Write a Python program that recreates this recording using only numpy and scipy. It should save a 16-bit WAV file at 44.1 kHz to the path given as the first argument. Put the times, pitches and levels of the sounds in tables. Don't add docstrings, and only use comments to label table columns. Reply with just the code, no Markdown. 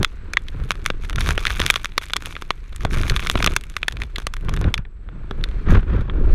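import sys
import numpy as np
from scipy import signal
from scipy.fft import rfft, irfft
from scipy.io import wavfile
from scipy.ndimage import uniform_filter1d

SR = 44100
rng = np.random.default_rng(int(sys.argv[2]) if len(sys.argv) > 2 else 0)


def unload_wav(signal):
    wavfile.write(
        sys.argv[1],
        SR,
        np.round(np.clip(np.atleast_2d(signal).T, -1, 1) * 32767).astype(np.int16),
    )


N = 279814
TIME = np.arange(N) / SR

# [t/s, strength/dB (0 is a moderate gust), extra push of large eddies/dB]
BREEZE = [(0, -21, 10), (.28, -4.5, -2.5), (.45, -13, 6), (.7, -6, -1), (.95, -7.5, 6.5), (1.55, -6, 6),
          (1.9, -14.5, 0.5), (2.3, -16.5, 1.5), (2.68, -16, 4), (2.95, 0, 6.5), (3.45, -6.5, 0),
          (3.75, -16, 2.5), (4.35, -12, 8), (4.75, -12, 5), (4.94, -20, 4), (5.15, -7.5, -1.5),
          (5.55, -3.5, 7.5), (6.05, 1, 1.5), (6.34, 1, 17)]
# [t/s, level/dB]
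BACKGROUND_LEVEL = [(0, 2.5), (2.6, 1.5), (4.72, -0.5), (4.8, -15.5), (5.55, 8), (6.1, -9), (6.34, 13.5)]


def hailstones(stones, spot_db=6, spot_width=0.12, scatter_s=0.0019, rattle_share=1.36,
               ring_db=0, level_db=1, size=4096):
    # [f/Hz, level/dB]
    body_colour = [(100, -2), (300, -8), (450, -4.5), (850, -7), (1150, 1), (1500, 1), (2400, -1.5),
                   (3000, -5), (3500, -2), (4800, -16.5), (6200, -19.5), (7500, -28.5), (10500, -28.5),
                   (15500, -44)]
    # [f/Hz, level/dB against the blow's colour there, t60/s]
    ring_modes = [(380.5, -19, .05), (1100, -25, .025), (3390, -21, .06), (3560, -23, .05),
                  (4210, -28.5, .03), (4850, -36, .083), (6590, -34, .12), (6820, -33, .07)]
    out = np.zeros(N)
    t = np.arange(size) / SR
    hz = np.fft.rfftfreq(size, 1 / SR)
    five_ms = SR / 200
    low = 1 / (1 + (hz / 900) ** 6)
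    high = 1 - 1 / (1 + (hz / 4900) ** 8)
    lag_s = .0007
    travel = np.exp(-4j * np.pi * lag_s * np.sqrt(1000 * hz))
    chances = rng.standard_normal((len(stones), size))
    for (s, db, spot_hz, thump_db, snap_db, rattle_db), chance in zip(stones, chances):
        width = spot_width * (1 + 2.0 * gain_of(db))
        colour_db = read(body_colour, hz) + spot_db * spot(hz, spot_hz, width)
        colour_db = colour_db + thump_db * low + snap_db * high
        contacts = scatter(chance, scatter_s, rattle_share * gain_of(rattle_db))
        crack = irfft(rfft(response(colour_db)) * rfft(contacts) * travel)
        crack *= np.sqrt(five_ms / np.sum(crack ** 2))
        ring = np.zeros(size)
        for c, (f, mode_db, t60) in zip(chance[::-1], ring_modes):
            fading_db = mode_db + np.interp(f, hz, colour_db) - 60 * t / t60
            ring += np.sign(c) * gain_of(fading_db) * np.sin(2 * np.pi * f * t)
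        add(out, s - lag_s / 2, gain_of(db + level_db) * (crack + gain_of(ring_db) * ring))
    return out


def pellets(water, rate_power=0.66, size_power=0.26, thump_db=0, snap_db=6, rattle_db=-2,
            vary_db=4.0, count=500):
    full_per_s, full_db, spread_db = 52, -33.5, 4
    low_hz, high_hz = 1160, 3600
    rows = []
    chances = zip(rng.random((count, 3)), rng.standard_normal((count, 4)))
    for (when, luck, place), (size, thump, snap, rattle) in chances:
        wet = water[int(when * N)]
        expected = full_per_s * wet ** rate_power * N / SR
        if luck < expected / count:
            db = full_db + size_power * 20 * np.log10(wet) + spread_db * size
            spot_hz = low_hz * (high_hz / low_hz) ** place
            rows.append((when * N / SR, db, spot_hz, thump_db + vary_db * thump,
                         snap_db + vary_db * snap, rattle_db + vary_db * rattle))
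    return rows


def scatter(chance, decay_s, share):
    t = np.arange(len(chance)) / SR
    crowd = chance * np.exp(-t / decay_s)
    return (t == 0) + share * crowd / np.linalg.norm(crowd)


def spot(hz, centre_hz, width):
    return 1 / (1 + ((hz / centre_hz - 1) / width) ** 2)


def wind(push, rumble, flutter, buffet_db=-26, rumble_db=-31.0, flutter_db=-38,
         gusty_db=1.4, lumpy_db=6.0):
    # [f/Hz, level/dB]
    buffet_colour = [(8, -28.5), (20, 6), (33, -0.5), (50, -2), (70, -12.5), (110, -29), (300, -58.5),
                     (3000, -130)]
    rumble_colour = [(35, -13.5), (72, 3.5), (110, -3), (155, -7), (230, -22), (500, -69), (4000, -120)]
    flutter_colour = [(90, -20.5), (165, 5), (240, 0), (385, 0), (520, -8.5), (750, -17.5), (1500, -24.5),
                      (4000, -66.5), (12000, -100)]
    large, middle, small = rng.standard_normal((3, N))
    small = small * gain_of(lumpy_db * drift(55))
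    eddy_s = .06
    gusty = gain_of(gusty_db * drift(32))
    buffets = gain_of(buffet_db) * push * steadied(coloured(large, buffet_colour), eddy_s)
    rumbles = gain_of(rumble_db) * rumble * steadied(coloured(middle, rumble_colour), eddy_s / 2)
    flutters = gain_of(flutter_db) * flutter * steadied(coloured(small, flutter_colour), eddy_s / 2)
    return gusty * (buffets + rumbles + flutters)


def weather():
    # [t/s, level/dB (0 is a full downpour)]
    drizzle = [(0, -14), (.25, -40), (.45, -23.5), (.8, -20.5), (1, -28), (1.9, -24.5), (2.1, -18),
               (2.25, -15), (2.6, -24), (2.85, -20), (3.6, -20.5), (3.8, -19.5), (4.3, -34.5),
               (4.55, -18.5), (4.8, -52), (5.3, -58.5), (5.6, -40), (6.34, -48)]
    # [start/s, length/s, level/dB (0 is a full downpour)]
    sheets = [(0, 0.061, -33), (0.855, 0.034, -10), (1.012, 0.04, -11.5), (1.187, .13, 1.5),
              (1.382, 0.054, -2.5), (1.463, .25, 0), (1.721, 0.14, -11.5), (2.014, 0.029, -3),
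              (2.253, 0.061, -5.5), (2.807, 0.017, -9), (2.909, .2, -0.5), (3.135, 0.28, -3.5),
              (3.48, 0.082, -8.5), (4.002, .025, -13), (4.183, .025, -12), (5.698, 0.032, -4),
              (5.97, .06, -28)]
    push = gusting(0.63, 3, 0.005, between(BREEZE, 2))
    rumble = gusting(1, 4)
    flutter = gusting(1, None)
    blast = gusting(0.91, 5)
    water = surging(between(drizzle), sheets, rise_s=0.021, fall_s=0.022)
    return push, rumble, flutter, blast, water


def gusting(power, column, lag_s=0, extra_db=0):
    # [start/s, length/s, strength/dB, extra push of large eddies/dB,
    #         extra rumble/dB, extra roar of the air/dB]
    gust_rows = [(0, 0.0083, 20, -1.5, -6, -4), (0.534, 0.12, -2.5, 3.5, 4, 2.5),
                 (1.158, 0.18, 2.5, 1.5, 5, 6), (1.588, 0.07, 5, -9, 2, 9),
                 (2.176, 0.18, -10.5, -17, 1.5, 6.5), (2.82, 0.054, 0.5, -6.5, 2, 2.5),
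                 (2.911, 0.15, 6.5, 2.5, 2.5, 4.5), (3.111, 0.03, 8, 6, 3, 9.5),
                 (3.316, 0.21, 5, 0.5, -2, 0.5), (3.924, .12, -5, -5, 1, -1),
                 (4.163, 0.023, -4, -13, -17, 4), (4.439, 0.18, 3, 2.5, 1.5, 0.5),
                 (4.619, 0.07, 12.5, -2, 0.5, -1), (4.779, 0.019, 2.5, 0, 1, -2.5),
                 (5.367, 0.076, -1, 6, -1, -5), (5.677, 0.097, 17.5, 6, 1.5, 5),
                 (5.882, 0.12, 8, 1, 1.5, 2), (6.13, 0.23, 8, -5, -26, -12)]
    rise_s, fall_s = 0.055, 0.015 / power
    gusts = []
    for row in gust_rows:
        own_db = row[column] if column else 0
        gusts.append((row[0] + lag_s, row[1], power * row[2] + own_db))
    return surging(power * between(BREEZE) + extra_db, gusts, rise_s, fall_s)


def surging(base_db, surges, rise_s, fall_s):
    power = gain_of(base_db) ** 2
    for start, length, db in surges:
        near = slice(*np.searchsorted(TIME, [start - rise_s, start + length + 10 * fall_s]))
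        t = TIME[near] - start
        attack = np.clip(t / rise_s + .5, 0, 1)
        release = np.exp(-np.maximum(t - length, 0) / fall_s)
        power[near] += (gain_of(db) * attack * release) ** 2
    return np.sqrt(power)


def rain(blast, water, wind_roar_db=-48.0, wind_hiss_db=-55, water_roar_db=-38.0, water_hiss_db=-37,
         spray_db=-44, soaked_ratio=0.38, most_drops=0.85, sheets_db=3.0, mist=0.5):
    # [f/Hz, level/dB]
    roar_colour = [(300, -15), (600, -12.5), (900, -8), (1100, -1.5), (1500, 1), (2100, -6.5),
                   (2800, -27.5), (5000, -35), (12000, -87.5)]
    hiss_colour = [(1200, -21), (2300, 6.5), (2950, -6), (3480, -6.5), (4200, -20), (4900, -26.5),
                   (6300, -23), (9000, -58.5), (15500, -71.5)]
    spray_colour = [(1500, -56), (3500, 3), (4900, -1), (6400, 3), (7600, -6.5), (9700, -4.5),
                    (12000, -7.5), (13500, -12.5), (15000, -14), (16000, -48)]
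    roar = np.hypot(gain_of(wind_roar_db) * blast, gain_of(water_roar_db) * water)
    hiss = np.hypot(gain_of(wind_hiss_db) * blast, gain_of(water_hiss_db) * water)
    spray = gain_of(spray_db) * water
    per_s = 100 + 450 * np.sqrt(water)
    air = evened(rng.standard_normal(N) * gain_of(sheets_db * drift(60)))
    taps = steadied(patter(per_s, 6.0, 0.001, 1100, 6000), 0.048)
    ticks = steadied(patter(per_s, 6.2, 0.0015, 5800, 15000), 0.1)
    share = np.clip((spray / hiss / soaked_ratio) ** 2, 0, most_drops)
    rush = np.sqrt(1 - share) * air + np.sqrt(share) * taps
    fizz = np.sqrt(share) * (ticks + taps) + mist * air
    sheet_s = .07
    return (roar * steadied(coloured(rush, roar_colour), sheet_s)
            + hiss * steadied(coloured(rush, hiss_colour), sheet_s)
            + spray * steadied(coloured(fizz, spray_colour), sheet_s))


def patter(per_s, spread_db, decay_s, lowest_hz, highest_hz, count=20):
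    out = np.zeros(N)
    hz = np.fft.rfftfreq(2 ** 9, 1 / SR)
    for centre_hz in np.geomspace(lowest_hz, highest_hz, count):
        knock = response(9 * spot(hz, centre_hz, .25))
        splash = np.convolve(knock, scatter(rng.standard_normal(2 ** 8), decay_s, 0.38))
        out += signal.oaconvolve(drops(per_s / count, spread_db), splash)[:N]
    return evened(out)


def drops(per_s, spread_db, largest=4):
    size_db = spread_db * np.minimum(rng.exponential(1, N), largest)
    size = gain_of(size_db) / np.sqrt(per_s)
    return size * rng.choice([-1, 1], N) * (rng.random(N) < per_s / SR)


def drips(water, per_s=45, spread_db=7.5, level_db=-45, wet_power=0.56, splash_s=0.0024):
    # [f/Hz, level/dB]
    glass_colour = [(500, -27.5), (1300, 1), (3500, 0.5), (5000, -10.5), (7000, -6.5), (11000, -5.5),
                    (14000, -17), (16000, -31)]
    ticks = patter(per_s, spread_db, splash_s, 2200, 9000)
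    return gain_of(level_db) * water ** wet_power * coloured(ticks, glass_colour)


def far_rain(wash_db=-59, hiss_db=-75):
    # [f/Hz, level/dB]
    wash_colour = [(200, -30.5), (420, 0), (700, -14.5), (900, 1), (1100, 0), (1500, 2.5), (2300, 2),
                   (2950, -6), (3500, -11), (4200, -5.5), (4900, -18.5), (6300, -19), (9000, -37),
                   (15000, -54)]
    wash, hiss = rng.standard_normal((2, N))
    hiss = coloured(hiss, [(2000, -8.0), (4000, -0.5), (6500, -13), (10000, -9.5), (15000, -29)])
    wash = coloured(wash, wash_colour)
    return gain_of(between(BACKGROUND_LEVEL)) * (gain_of(wash_db) * wash + gain_of(hiss_db) * hiss)


def whine(level_db=-79, centre_hz=7720, waver_db=3):
    waver = gain_of(waver_db * drift(50))
    pitch_hz = centre_hz + 25 * drift(60)
    tone = np.sin(2 * np.pi * np.cumsum(pitch_hz) / SR)
    return gain_of(level_db) * evened(waver * tone)


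def gain_of(db):
    return 10 ** (np.asarray(db) / 20)


def evened(x):
    return x / np.sqrt(np.mean(x ** 2) + 1e-20)


def steadied(x, seconds):
    size = max(int(seconds * SR), 2)
    power = uniform_filter1d(uniform_filter1d(x ** 2, size), size)
    return x / np.sqrt(abs(power) + 1e-9)


def drift(hz):
    f = np.fft.rfftfreq(N, 1 / SR)
    return evened(irfft(rfft(rng.standard_normal(N)) / (1 + (f / hz) ** 4), N))


def read(points, hz):
    f, db = np.transpose(points)
    return np.interp(np.log(hz + 1), np.log(f), db)


def response(db):
    log_gain = np.log(gain_of(np.r_[db, db[-2:0:-1]]))
    return np.fft.ifft(np.exp(np.conj(signal.hilbert(log_gain)))).real


def coloured(x, points):
    shape = response(read(points, np.fft.rfftfreq(2 ** 14, 1 / SR)))
    return evened(irfft(rfft(x) * rfft(shape, N), N))


def between(curve, column=1):
    rows = np.transpose(curve)
    return np.interp(TIME, rows[0], rows[column])


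def add(mix, s, sound):
    part = mix[max(round(s * SR), 0):][:len(sound)]
    part += sound[:len(part)]


def scene():
    # [t/s, level/dB over 5 ms before the hail's trim, pitch of the struck spot f/Hz,
    #  thump/dB, snap/dB, rattle after the first contact/dB]
    single_stones = [(.0305, -17.5, 3600, 8, 14.5, -13), (0.0468, -11.5, 3100, -12, 8, 0),
                     (.335, -22.5, 2370, -11, 10, 19), (0.3706, -8.5, 1900, -3, -6.5, 5),
                     (0.4844, -33, 3750, -15, 3.5, -3), (0.707, -14.5, 2200, 2, 7, -6.5),
                     (.7176, -23.5, 2470, -10, 8, -7), (0.8619, -15, 2070, -9, 12.5, -7.5),
                     (0.9024, -17, 1960, 8, -7, -5), (1.0976, -28, 1310, -3, 13, -15),
                     (1.13, -31, 1848, -1, 1, 0), (1.1595, -26.5, 3570, -10, 13.5, -11),
                     (1.1826, -22, 1440, 10, -2, 2), (1.2076, -23.5, 1850, 1, 15, 20),
                     (1.2901, -18, 1330, 6, 12, -35), (1.307, -18.5, 1400, 6, 12.5, 26),
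                     (1.3781, -17, 1260, 4, -2, 8.5), (1.4532, -17, 1400, -9, 4, -10),
                     (1.4684, -14.5, 4300, -68, 5, 28), (1.5043, -20.5, 1420, -6, 7.5, 13),
                     (1.5956, -24, 4290, -3, 1.5, -2.5), (1.6004, -16.5, 2840, 6.5, 12, 7.5),
                     (1.6173, -17, 3480, -20, 4.5, -17.5), (1.664, -15, 3450, -42, 16, -31.5),
                     (1.7014, -2.5, 4200, -16, -9, -1.5), (1.7082, -23, 4590, 3.5, 29.5, -39.5),
                     (1.741, -23, 1330, -2, 10, -10), (1.758, -17.5, 2820, -11, 9.5, 0),
                     (1.7609, -21, 1850, 2.5, 7, 15), (1.8454, -22, 1290, 2, 15, 10),
                     (1.8569, -22, 2430, -12, 7, -18), (1.979, -11.5, 4260, -0.5, 10.5, 10.5),
                     (2.135, -16, 3900, -9, 9.5, -5), (2.1605, -26.5, 1170, 7, -1, 13),
                     (2.1655, -17.5, 4200, -3.5, 14, 22), (2.2708, -35.5, 2330, 11, 3, 4),
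                     (2.3655, -27, 1380, -3, -11, -9), (2.422, -28, 1220, 8, 10, -5),
                     (2.506, -14, 2180, -2, -4.5, -5), (2.8077, -36, 1250, -10, 8, 7),
                     (2.8502, -12.5, 1770, 14, 3.5, 3.5), (2.9407, -29.5, 1480, -7, 10, -2.5),
                     (3.0343, -26.5, 1490, -5, -2, -13), (3.098, -17.5, 4140, -40, 13.5, 30),
                     (3.1637, -18.5, 3490, -5.5, 10, -1), (3.195, -25, 2420, -8.5, -1.5, -15),
                     (3.263, -26, 1440, 2, -4, 7), (3.2704, -20, 2280, -15, 8, 3.5),
                     (3.299, -13, 3540, -1.5, 9, -10), (3.3551, -11, 1450, 15.5, -6, -2.5),
                     (3.4031, -20, 2070, 17, -3, 11), (3.4265, -17, 2500, -25, 3, -7),
                     (3.444, -15.5, 4100, -7, 8.5, 8), (3.4626, -13, 1210, 9, 15, -1),
                     (3.474, -12, 1150, 10.5, -8.5, 29), (3.5641, -12, 2800, 5.5, 18, 18.5),
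                     (3.7663, -19, 2000, -8, 6.5, -3), (3.8308, -18, 2600, -8.5, -7, -9),
                     (3.882, -14, 1800, -10.5, 9, 20), (3.9235, -34, 3700, -1, 14, -1),
                     (4.0186, -23, 2460, -6, 0, 3), (4.1594, -24, 4330, -79, 1, 13),
                     (4.1834, -25, 1530, 8, 15, 6), (4.2684, -19.5, 1160, 3.5, 13.5, 15),
                     (4.3382, -28, 1450, -20, 13.5, 3), (4.4849, -28.5, 1140, 10, -23, 7),
                     (4.4933, -27, 1270, 12, 10.5, 3), (4.5389, -29, 2120, -15, 11.5, 3),
                     (4.5735, -27, 1710, 11, -6, -10), (4.614, -27, 1010, 17, 16, -31),
                     (4.6424, -29.5, 1850, -22, -5, 5), (4.7412, -15.5, 3500, -4.5, 8.5, 2.5),
                     (4.7787, -26, 2610, -40, 2, 0), (4.8519, -41.5, 1720, 8, -21, 3),
                     (5.0887, -39.5, 1420, 9, -33, -15), (5.3104, -24.5, 1530, 20.5, -2, 13),
                     (5.4397, -22, 4100, -67, 3.5, -3), (6.0973, -30, 1510, -8, -63, 17)]
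    push, rumble, flutter, blast, water = weather()
    background = far_rain() + gain_of(.35 * between(BACKGROUND_LEVEL)) * whine()
    storm = hailstones(single_stones) + wind(push, rumble, flutter) + rain(blast, water)
    return (background + storm + drips(water) + hailstones(pellets(water)))[None]


def record(dry):
    limited = dry / (1 + (dry / .95) ** 4) ** (1 / 4)
    edge = signal.firwin(401, 15900, window=("kaiser", 9), fs=SR)
    return signal.oaconvolve(limited, edge[None], "same")


dry = scene()
out = record(dry)
unload_wav(out)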